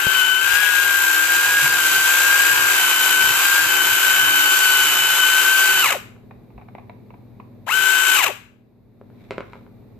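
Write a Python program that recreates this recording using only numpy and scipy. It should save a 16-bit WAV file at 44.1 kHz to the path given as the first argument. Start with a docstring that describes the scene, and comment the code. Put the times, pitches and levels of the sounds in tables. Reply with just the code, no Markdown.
"""A toy pottery wheel whines and rattles through its plastic gears, sagging as hands press the clay.
The pedal is let go, pressed once more and let go again; each time the gears coast to a stop.
Wet palms squelch off the clay, hands knock on the plastic shell, and the off-centre clay drums on
the wooden table. Now and then the camera is bumped. Appliances hum in the small room."""
import sys
import numpy as np
from scipy import signal
from scipy.fft import rfft, irfft, next_fast_len
from scipy.io import wavfile
from scipy.ndimage import map_coordinates

SR = 44100
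rng = np.random.default_rng(int(sys.argv[2]) if len(sys.argv) > 2 else 0)


def wrap_up_sound(samples):
    """Save the sound to the file named by the first command line argument, as 16-bit audio."""
    columns = np.atleast_2d(samples).T
    # keep every value between -1 and 1, then stretch to whole-number steps
    tamed = np.clip(columns, -1, 1)
    steps = np.round(tamed * 32767).astype(np.int16)
    wavfile.write(sys.argv[1], SR, steps)


N = 440559
TEETH = 10  # on the motor's gear
TAUT_DB = -5  # the pull of starting up holds the teeth together and quiets them


# How much louder the wheel is on the left than on the right: f/Hz, level/dB
WHEEL_BALANCE = [(100, -7), (400, 3.5), (1000, 2), (1600, 5), (2300, 0.5), (3000, 2), (5200, 2.5),
                 (6500, 7), (7800, 14.5), (8800, 24.5), (9500, 5), (11200, 1.5), (12500, -10),
                 (14500, -4.5)]
def wheel(lag_samples=2.4):
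    """The gears' tones and their noise, both reaching the right side a little later than the left."""
    def to_sides(hz):
        gains = amp(np.outer([1, -1], along(WHEEL_BALANCE, hz)) / 2)
        delay = np.exp(-2j * np.pi * np.outer([0, lag_samples], hz) / SR)
        return gains / np.sqrt(np.mean(gains ** 2, axis=0)) * delay
    reached, kept = pedal()
    pace = reached * kept  # 0 is standing still, 1 is full speed
    speed, turns = shaft(pace)
    _, lean_db = run_settings()
    noise = amp(TAUT_DB * (1 - reached)) * rattle(pace, turns) + rasp(pace, turns)
    noise = amp(np.outer([1, -1], lean_db) / 2) * hand_gap(noise)
    return filtered(whine(speed, pace, kept, turns), to_sides), filtered(noise, to_sides)


# How loud the teeth's main note is: t/s, level/dB
WHINE_LEVEL = [(0.0, -20.7), (2.44, -16.7), (2.9, -23), (3.22, -16.5), (3.33, -23), (3.57, -17),
               (3.65, -23), (3.74, -19.5), (3.98, -24), (4.07, -19.5), (4.32, -17.5), (4.76, -18.2),
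               (4.9, -27), (5.26, -18.2), (5.66, -15.5), (5.8, -22.5), (7.77, -19.3), (8.14, -19)]
# Weaker notes from the other gears: multiple of the shaft speed, level/dB
GEAR_NOTES = [(2, -51), (2.5, -55.5), (3, -55), (6, -50), (6.25, -50), (7, -47), (9.8, -37), (10.2, -37),
              (10.4, -40), (11, -41), (19, -42)]
# How strongly the gearbox rings as a note slides through it: f/Hz, level/dB
GEARBOX_RING = [(1150, 1), (1350, -11), (1460, 0), (1700, -4), (2200, 0), (2450, -3), (2680, 4), (3020, 0),
                (3170, -15), (3850, -2), (4400, -16)]
def whine(speed, pace, kept, turns, coast_db=-21.5, loose_at=.12, slip_rate=45, slip_db=-5.5):
    """Gear teeth meet so fast that they sing; when coasting they go loose and slap out higher notes."""
    tooth_db, = curves(WHINE_LEVEL)
    octave_db, _ = run_settings()
    rattle_db, = curves(RATTLE_LEVEL)
    slack = np.minimum(1 - pace, .45)
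    loose = np.minimum((1 - kept) / loose_at, 1)
    thin_db = -23 * (1 - pace)  # a small shell is poor at low notes
    slip = np.maximum(wobble(slip_rate) - 1, 0)  # strained teeth ride apart for a moment
    play = (.04 + .5 * slack) * wobble(380)  # slack teeth meet early or late
    play += .19 * (1 + 2 * slip) * wobble(2 * slip_rate)
    ring_db = lambda multiple: along(GEARBOX_RING, multiple * speed)
    tooth_db += (coast_db - tooth_db) * loose
    octave_db += (-23 - octave_db) * np.minimum((1 - pace) / loose_at, 1)
    notes = [(TEETH, tooth_db + thin_db + slip_db * slip),
             (TEETH - 1, -26 + thin_db + ring_db(TEETH - 1)),
             (2 * TEETH, octave_db + ring_db(2 * TEETH) + wobble(4) + slip_db * slip / 2)]
    slap_db = -30.5 - 10 * (1 - loose)
    notes += [(k * TEETH, slap_db + ring_db(k * TEETH)) for k in range(3, 6)]
    gears_db = 1.5 + thin_db + .5 * (rattle_db - rattle_db.max())
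    notes += [(multiple, db + gears_db + 2.5 * wobble(5)) for multiple, db in GEAR_NOTES]
    tones = np.zeros((2, N))
    for multiple, db in notes:
        phase = multiple * (2 * np.pi * turns + play / TEETH) + 2 * np.pi * rng.random()
        flutter_db = (1.15 + 5 * slack) * wobble(55)
        tones += amp(db + flutter_db) * np.sin([phase, phase + .47 * wobble(3)])
    taut = amp(TAUT_DB * np.minimum(2 * (kept - pace), 1))
    singing = np.clip((pace - .12) / .3, 0, 1)  # very slow teeth stop singing
    return hollow_base(np.sqrt(2) * tones * hand_shade() * taut * singing)


def hollow_base(tones, note_hz=380, width_hz=22, boom_db=1):
    """The hollow base booms as the slowing teeth pass through its own note."""
    return filtered(tones, lambda hz: 1 + amp(boom_db) * resonance(hz, note_hz, width_hz))


# How loud the rattle is at full speed: t/s, level/dB
RATTLE_LEVEL = [(0.0, -27), (0.37, -30), (0.55, -26), (1.05, -26), (2.39, -22.5), (5.17, -24), (5.8, -23),
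                (7.75, -28), (8.13, -24)]
# The gearbox's tone colour, first its body and then its high hiss: f/Hz, level/dB
GEARBOX_BODY = [(60, -53.5), (130, -24.5), (250, -21), (320, -9), (480, -10.5), (680, -9.5), (850, -1.8),
                (1450, 1.5), (1900, -2.5), (2550, 3.5), (3000, 0), (3400, -5.5)]
GEARBOX_HISS = [(3950, -4.5), (4350, -9), (5400, -10.5), (6200, -6.5), (7100, -6), (7550, -2), (8600, -13),
                (10000, -13), (10700, -9.5), (11400, -9.5), (12400, -3.5), (13600, -7.5)]
def rattle(pace, turns, clash_db=-4, clatter_db=4, level_db=5.2):
    """Loose teeth clash and slide, ringing the gearbox; slow gears sound uneven and dull, then fade."""
    rattle_db, = curves(RATTLE_LEVEL)
    contacts = np.flatnonzero(np.diff(np.floor(TEETH * turns)))
    late = rng.uniform(0, SR / 1500, (2, len(contacts))).astype(int)  # gaps between teeth delay each hit
    force = rng.standard_normal(late.shape)
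    clashes = np.array([np.bincount(contacts + d, f, N)[:N] for d, f in zip(late, force)])
    sliding = np.minimum(8 * pace, 1) * rng.standard_normal((2, N))
    idler = np.sin(2 * np.pi * turns * 2 / 5)  # a slower in-between gear
    throb_db = 1.35 * idler + .63 * np.sin(2 * np.pi * turns) + .8 * wobble(30)
    uneven_db = clatter_db * np.minimum(2 * (1 - pace), 1) * (wobble(160) - .5)
    drive = (amp(clash_db) * unit(clashes) + sliding) * amp(throb_db + uneven_db)
    sound = spread(drive, GEARBOX_BODY + GEARBOX_HISS)
    lows = filtered(sound, lambda hz: 1 / (1 + (hz / 3000) ** 6))
    highs = (sound - lows) * amp(-4 * (1 - pace) + .6 * wobble(8))
    lows *= amp(-2.8 + 4.6 * (1 - pace))
    fade = np.minimum(pace / .46, 1) ** 1.5
    return fade * amp(rattle_db + level_db) * (highs + lows)


# The teeth's blurred notes: multiple of the main note, width/Hz, level/dB
RASP_BANDS = [(1, 200, -31.5), (3, 70, -37.5), (4, 120, -46), (5, 420, -35.5), (5.95, 380, -37),
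              (7.9, 240, -34.5), (8.4, 260, -40)]
def rasp(pace, turns, wander_db=2.5, wander_rate=3):
    """Uneven teeth smear their notes into narrow bands of noise that follow the speed."""
    def band(multiple, width):
        blur = wobble(width) + 1j * wobble(width)
        return np.real(blur * np.exp(2j * np.pi * multiple * TEETH * turns))
    rattle_db, = curves(RATTLE_LEVEL)
    bands = np.zeros((2, N))
    for multiple, width, db in RASP_BANDS:
        swell = amp(db + wander_db * wobble(wander_rate))
        bands += swell * np.array([band(multiple, width), band(multiple, width)])
    return amp(rattle_db - rattle_db.max()) * pace ** 2 * bands


# The teeth's main note at full speed, sagging as the hands drag on the clay: t/s, f/Hz
TOOTH_PITCH = [(0.0, 1568), (0.22, 1503), (0.36, 1519), (0.62, 1657), (0.78, 1609), (1.06, 1575),
               (1.44, 1602), (1.52, 1638), (1.92, 1541), (2.36, 1608), (2.76, 1585), (2.8, 1525),
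               (3.28, 1523), (3.44, 1572), (3.6, 1595), (3.7, 1531), (4.58, 1525), (4.7, 1506), (5.3, 1515),
               (5.6, 1545), (5.8, 1515), (7.77, 1525)]
def shaft(pace):
    """The shaft's turns per second and its turns so far; lumpy clay makes the speed flutter."""
    tooth_hz, = curves(TOOTH_PITCH)
    flutter = 1 + .0028 * wobble(22) + .004 * wobble(170)
    speed = pace * tooth_hz / TEETH * flutter
    return speed, np.cumsum(speed) / SR


# Pedal presses: down t/s, up t/s, coasting time/s, octave level/dB, rattle's left-over-right level/dB
PRESSES = [(-1, 5.822, .192, -22, 0), (7.66, 8.156, .21, -27, 2)]
def pedal(spin_up_s=.09, coast_power=1.3):
    """The share of full speed reached since each press, and the share kept since letting go."""
    t = np.arange(N) / SR
    reached, kept = np.zeros(N), np.zeros(N)
    for pressed, released, coast_s, *_ in PRESSES:
        rising = 1 - np.clip(1 - (t - pressed) / spin_up_s, 0, 1) ** 2
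        falling = np.clip(1 - (t - released) / coast_s, 0, 1) ** coast_power
        reached = np.where(t > pressed, rising, reached)
        kept = np.where(t > pressed, falling, kept)
    return reached, kept


def run_settings():
    """The level of the whine's octave and the rattle's lean to the left, held through each press."""
    return curves([(s, *values) for down, up, _, *values in PRESSES for s in (down, up)])


# How far the hands tip the whine to the left: t/s, level/dB
HAND_SHADE = [(.7, 9), (1.0, 0), (5.8, 1.5), (7.7, 6.5)]
def hand_shade():
    """Left and right gains for the whine: the hands block one side more than the other."""
    shade_db, = curves(HAND_SHADE)
    gains = amp(np.outer([1, -1], shade_db + 1.5 * wobble(4)) / 2)
    return gains / gains.mean(axis=0)


def hand_gap(noise, share=.55, centre_hz=2900, width_hz=950):
    """When the hands let more whine out to the left, the rattle's bright middle comes with it."""
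    shade_db, = curves(HAND_SHADE)
    band = filtered(noise, lambda hz: np.exp(-((hz - centre_hz) / width_hz) ** 2))
    return noise + band * (amp(np.outer([1, 0], share * shade_db)) - 1)


# Hands hitting the shell: t/s, peak level/dB, deep knock level/dB, sharp clack level/dB
SHELL_HITS = [(0.066, -19, -4, -25), (6.162, -39, -20, -14), (9.012, -31, -4, -21), (9.1, -42, -12, -14),
              (9.307, -12.5, -2, -9), (9.38, -11.5, -7, -17), (9.405, -17, -10, -14),
              (9.532, -24.5, -20, -13), (9.554, -31, -8, -18), (9.664, -37, -14, -15)]
# The notes the plastic shell rings at: f/Hz, width/Hz, level/dB
SHELL_NOTES = [(210, 170, 1), (405, 45, 11), (520, 120, 7), (980, 260, 0), (1350, 260, -1), (2120, 300, 0),
               (3800, 110, -8), (6900, 500, -13)]
def knocks(deep_db=8, clack_db=13, buzz=.026, buzz_s=.17, delay_s=.0015, contact_hz=2700):
    """One sharp push rings and buzzes the shell: palms wake its deep notes, nails its high ones."""
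    out, t = np.zeros(N + SR), np.arange(SR // 4) / SR
    f = np.fft.rfftfreq(len(t), 1 / SR)
    for s, db, knock_db, nail_db in SHELL_HITS:
        hard_db = nail_db + clack_db
        chatter = buzz * amp(hard_db / 2 - 60 * t / buzz_s) * rng.standard_normal(len(t))
        colour = [(550, knock_db + deep_db), (800, 0), (1400, 0), (2200, hard_db)]
        shell = sum(amp(level + along(colour, hz)) * resonance(f, hz, width)
                    for hz, width, level in SHELL_NOTES)
        soft = 1j * f / (contact_hz * amp(db / 6 + hard_db / 2))  # a gentle, fleshy touch sounds duller
        push = rfft((t == 0) + chatter) / (1 + np.sqrt(2) * soft + soft ** 2)
        hit = irfft(push * shell, len(t))
        out[round((s + delay_s) * SR):][:len(t)] += amp(db) * hit / np.max(np.abs(hit))
    return np.array([out[:N], out[:N]])


# Wet palms coming off the clay: t/s, level/dB, time to die away/s
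PEELS = [(6.309, -36.5, .09), (6.503, -51, .15), (6.578, -38.5, .16), (6.612, -44, .14),
         (6.684, -41.5, .07), (6.75, -36, .07), (6.781, -37.5, .17), (6.895, -39, .09), (7.104, -42, .06),
         (7.138, -44.5, .08), (7.399, -37.5, .05)]
# The tone colour of the squelches: f/Hz, level/dB
SQUELCH_COLOUR = [(250, -14), (560, -6), (760, 2), (1050, -3), (1400, -15), (1900, -18), (2350, -10),
                  (3200, -34), (3800, -26), (4600, -43), (9000, -56)]
def squelches(rise_s=.0009, smack_s=.032, peel_db=-11, grain_db=3, grain_rate=450):
    """Wet clay lets go of the skin with a smack, then peels off in tiny pops inside the cupped hands."""
    t = np.arange(N) / SR
    loudness = np.zeros(N)
    for s, db, peel_s in PEELS:
        age = np.maximum(t - s, 0)
        smack = amp(-60 * age / smack_s)
        peel = amp(peel_db - 60 * age / peel_s)
        loudness += amp(db) * (smack + peel) * (1 - np.exp(-age / rise_s))
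    pops = unit(rng.standard_normal((2, N)) * amp(grain_db * wobble(grain_rate)))
    return np.sqrt(2) * loudness * spread(pops, SQUELCH_COLOUR)


# Fingers on the clay: start t/s, end t/s, level/dB
FINGER_RUBS = [(9.1, 9.7, -61)]
def rubbing(fade_s=.14):
    """Fingers rub and pull the damp clay with a faint, grainy rustle."""
    t = np.arange(N) / SR
    loudness = sum(amp(db) * np.clip(np.minimum(t - start, end - t) / fade_s, 0, 1)
                   for start, end, db in FINGER_RUBS)
    grains = rng.standard_normal((2, N)) * amp(4 * wobble(300))
    colour = [(300, -2), (1600, -3), (2300, 3), (2900, -11), (3800, -2.5), (4600, -15), (9000, -24.5)]
    return loudness * spread(grains, colour)


def drumming(pace, level_db=-51, uneven_db=6, settle_s=1.5, early_db=-9):
    """The off-centre clay drags on the hands and drums unevenly on the table, softly at first."""
    drum = spread(rng.standard_normal((2, N)), [(50, -44), (92, 1.5), (135, 1), (200, -7), (300, -30)])
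    early = np.clip(1 - np.arange(N) / SR / settle_s, 0, 1) ** .5
    return amp(level_db + early_db * early + uneven_db * np.minimum(wobble(7), 1)) * pace * drum


# Nudges to the table and the camera: t/s, level/dB, f/Hz, length/s
NUDGES = [(0.064, -20.5, 120, 0.012), (0.527, -36.5, 60, 0.024), (1.61, -33.5, 145, 0.079),
          (6.52, -40, 55, 0.1)]
def bumps():
    """Each nudge is a short, dull push: a low note that swells and fades."""
    out = np.zeros(N + SR)
    for s, db, hz, length in NUDGES:
        t = np.arange(int(length * SR)) / SR
        out[round(s * SR):][:len(t)] += amp(db) * np.hanning(len(t)) * np.sin(2 * np.pi * hz * t)
    return out[:N]


# The notes of mains power and a compressor: f/Hz, level/dB
HUM_NOTES = [(102.3, -5), (119.8, -2.5), (204.6, -6.5), (240, -4), (409.2, -14.5)]
# The tone colour of the room's air: f/Hz, level/dB
AIR_COLOUR = [(40, -25.5), (110, 3), (170, 1), (260, -0.5), (450, -6), (800, -15.5), (1500, -29),
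              (2400, -27.5), (3100, -40), (3800, -31), (5500, -44), (10000, -47.5), (12400, -34.5)]
def background(pace, hum_db=-47.5, air_db=-48.5, rumble_db=-58, sink_db=-11, rumble_sink_db=-23):
    """Appliances hum against each other over soft air noise and rumble; all sink while the motor runs."""
    t = np.arange(N) / SR
    hum = sum(amp(db + wobble(3)) * np.sin(2 * np.pi * hz * t + .2 * wobble(4)) for hz, db in HUM_NOTES)
    air = spread(rng.standard_normal((2, N)), AIR_COLOUR)
    rumble = spread(rng.standard_normal((2, N)), [(18, -15), (55, .5), (100, -11.5), (300, -59.5)])
    rumble *= amp(rumble_db + rumble_sink_db * pace + 2.5 * wobble(8))
    steady = amp(hum_db) * unit(hum) * amp([[1], [-1]]) + amp(air_db) * air
    return amp(sink_db * pace) * steady + rumble


# Brief dips in the low sounds: middle t/s, half length/s, level/dB
LOW_DIPS = [(8.02, .15, -24), (8.7, .36, -8)]
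def dips():
    """A gain that makes the drumming and the background fall away for a moment."""
    t = np.arange(N) / SR
    return amp(sum(db * np.exp(-((t - s) / half_s) ** 4) for s, half_s, db in LOW_DIPS))


# How long the room rings: f/Hz, time to fade by 60 dB/s
ECHO_TIMES = [(150, 0.16), (1500, 0.47), (14000, 0.33)]
def room(x):
    """The walls answer with a short echo, a different one on each side."""
    hz, t, noise = signal.stft(rng.standard_normal((2, SR // 2)), SR, nperseg=256)
    fade = amp(-60 * t / along(ECHO_TIMES, hz)[:, None])
    _, tail = signal.istft(noise * fade, SR, nperseg=256)
    tail = np.pad(tail / np.linalg.norm(tail[0]), ((0, 0), (SR // 200, 0)))
    return signal.fftconvolve(x, tail, axes=1)[:, :N]


# How alike left and right are: f/Hz, likeness (1 the same, 0 unrelated, -1 opposite)
LIKENESS = [(100, .4), (380, 0.35), (950, 0.62), (2380, 0.38), (5980, 0.08), (15000, -0.34)]
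def spread(pair, colour):
    """Turn two unrelated noises into a partly alike stereo pair with a tone colour (f/Hz, level/dB)."""
    def response(hz):
        angle = np.arccos(np.clip(along(LIKENESS, hz), -1, 1)) / 2
        return amp(along(colour, hz)) * [np.cos(angle), np.sin(angle)]
    mid, side = filtered(pair, response)
    return unit(np.array([mid + side, mid - side]))


def amp(db):
    """Turn decibels into a gain."""
    return 10 ** (np.asarray(db) / 20)


def unit(x):
    """Scale a sound to an average strength (rms) of 1."""
    return x / np.sqrt(np.mean(x ** 2) + 1e-20)


def along(points, hz):
    """Read between (f/Hz, value) points, spaced as the ear hears pitch."""
    f, values = np.transpose(points)
    return np.interp(np.log(hz + 1), np.log(f + 1), values)


def curves(rows):
    """Join (t/s, values...) rows with straight lines, one curve for each value."""
    s, *columns = np.transpose(sorted(map(tuple, rows)))
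    return [np.interp(np.arange(N) / SR, s, column) for column in columns]


def wobble(rate):
    """A smooth curve through `rate` random points a second."""
    return map_coordinates(rng.standard_normal(int(N * rate / SR) + 4), [np.arange(N) * rate / SR])


def resonance(hz, note_hz, width_hz):
    """How something that rings at one note answers each frequency."""
    return 1j * hz * width_hz / (note_hz ** 2 - hz ** 2 + 1j * hz * width_hz)


def filtered(x, response):
    """Multiply each frequency in x by response(hz)."""
    size = next_fast_len(N + SR // 2)
    return irfft(rfft(x, size) * response(np.fft.rfftfreq(size, 1 / SR)), size)[..., :N]


def scene(whine_room_db=-17, rattle_room_db=-11, hands_room_db=-8.5):
    """The wheel and the hands in the room, over its hum."""
    pace = np.prod(pedal(), axis=0)
    tones, noise = wheel()
    hands = knocks() + rubbing() + squelches()
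    low = dips() * (drumming(pace) + background(pace))
    echo = room(amp(whine_room_db) * tones + amp(rattle_room_db) * noise + amp(hands_room_db) * hands)
    return tones + noise + hands + echo + bumps() + low


def record(dry, ceiling=.9, top_hz=14580):
    """The camera rounds off the tallest peaks and cuts the very highest treble."""
    rounded = dry / (1 + np.abs(dry / ceiling) ** 8) ** (1 / 8)
    return filtered(rounded, lambda hz: np.clip((top_hz - hz) / 120 + .5, 0, 1))


dry = scene()
out = record(dry)
wrap_up_sound(out)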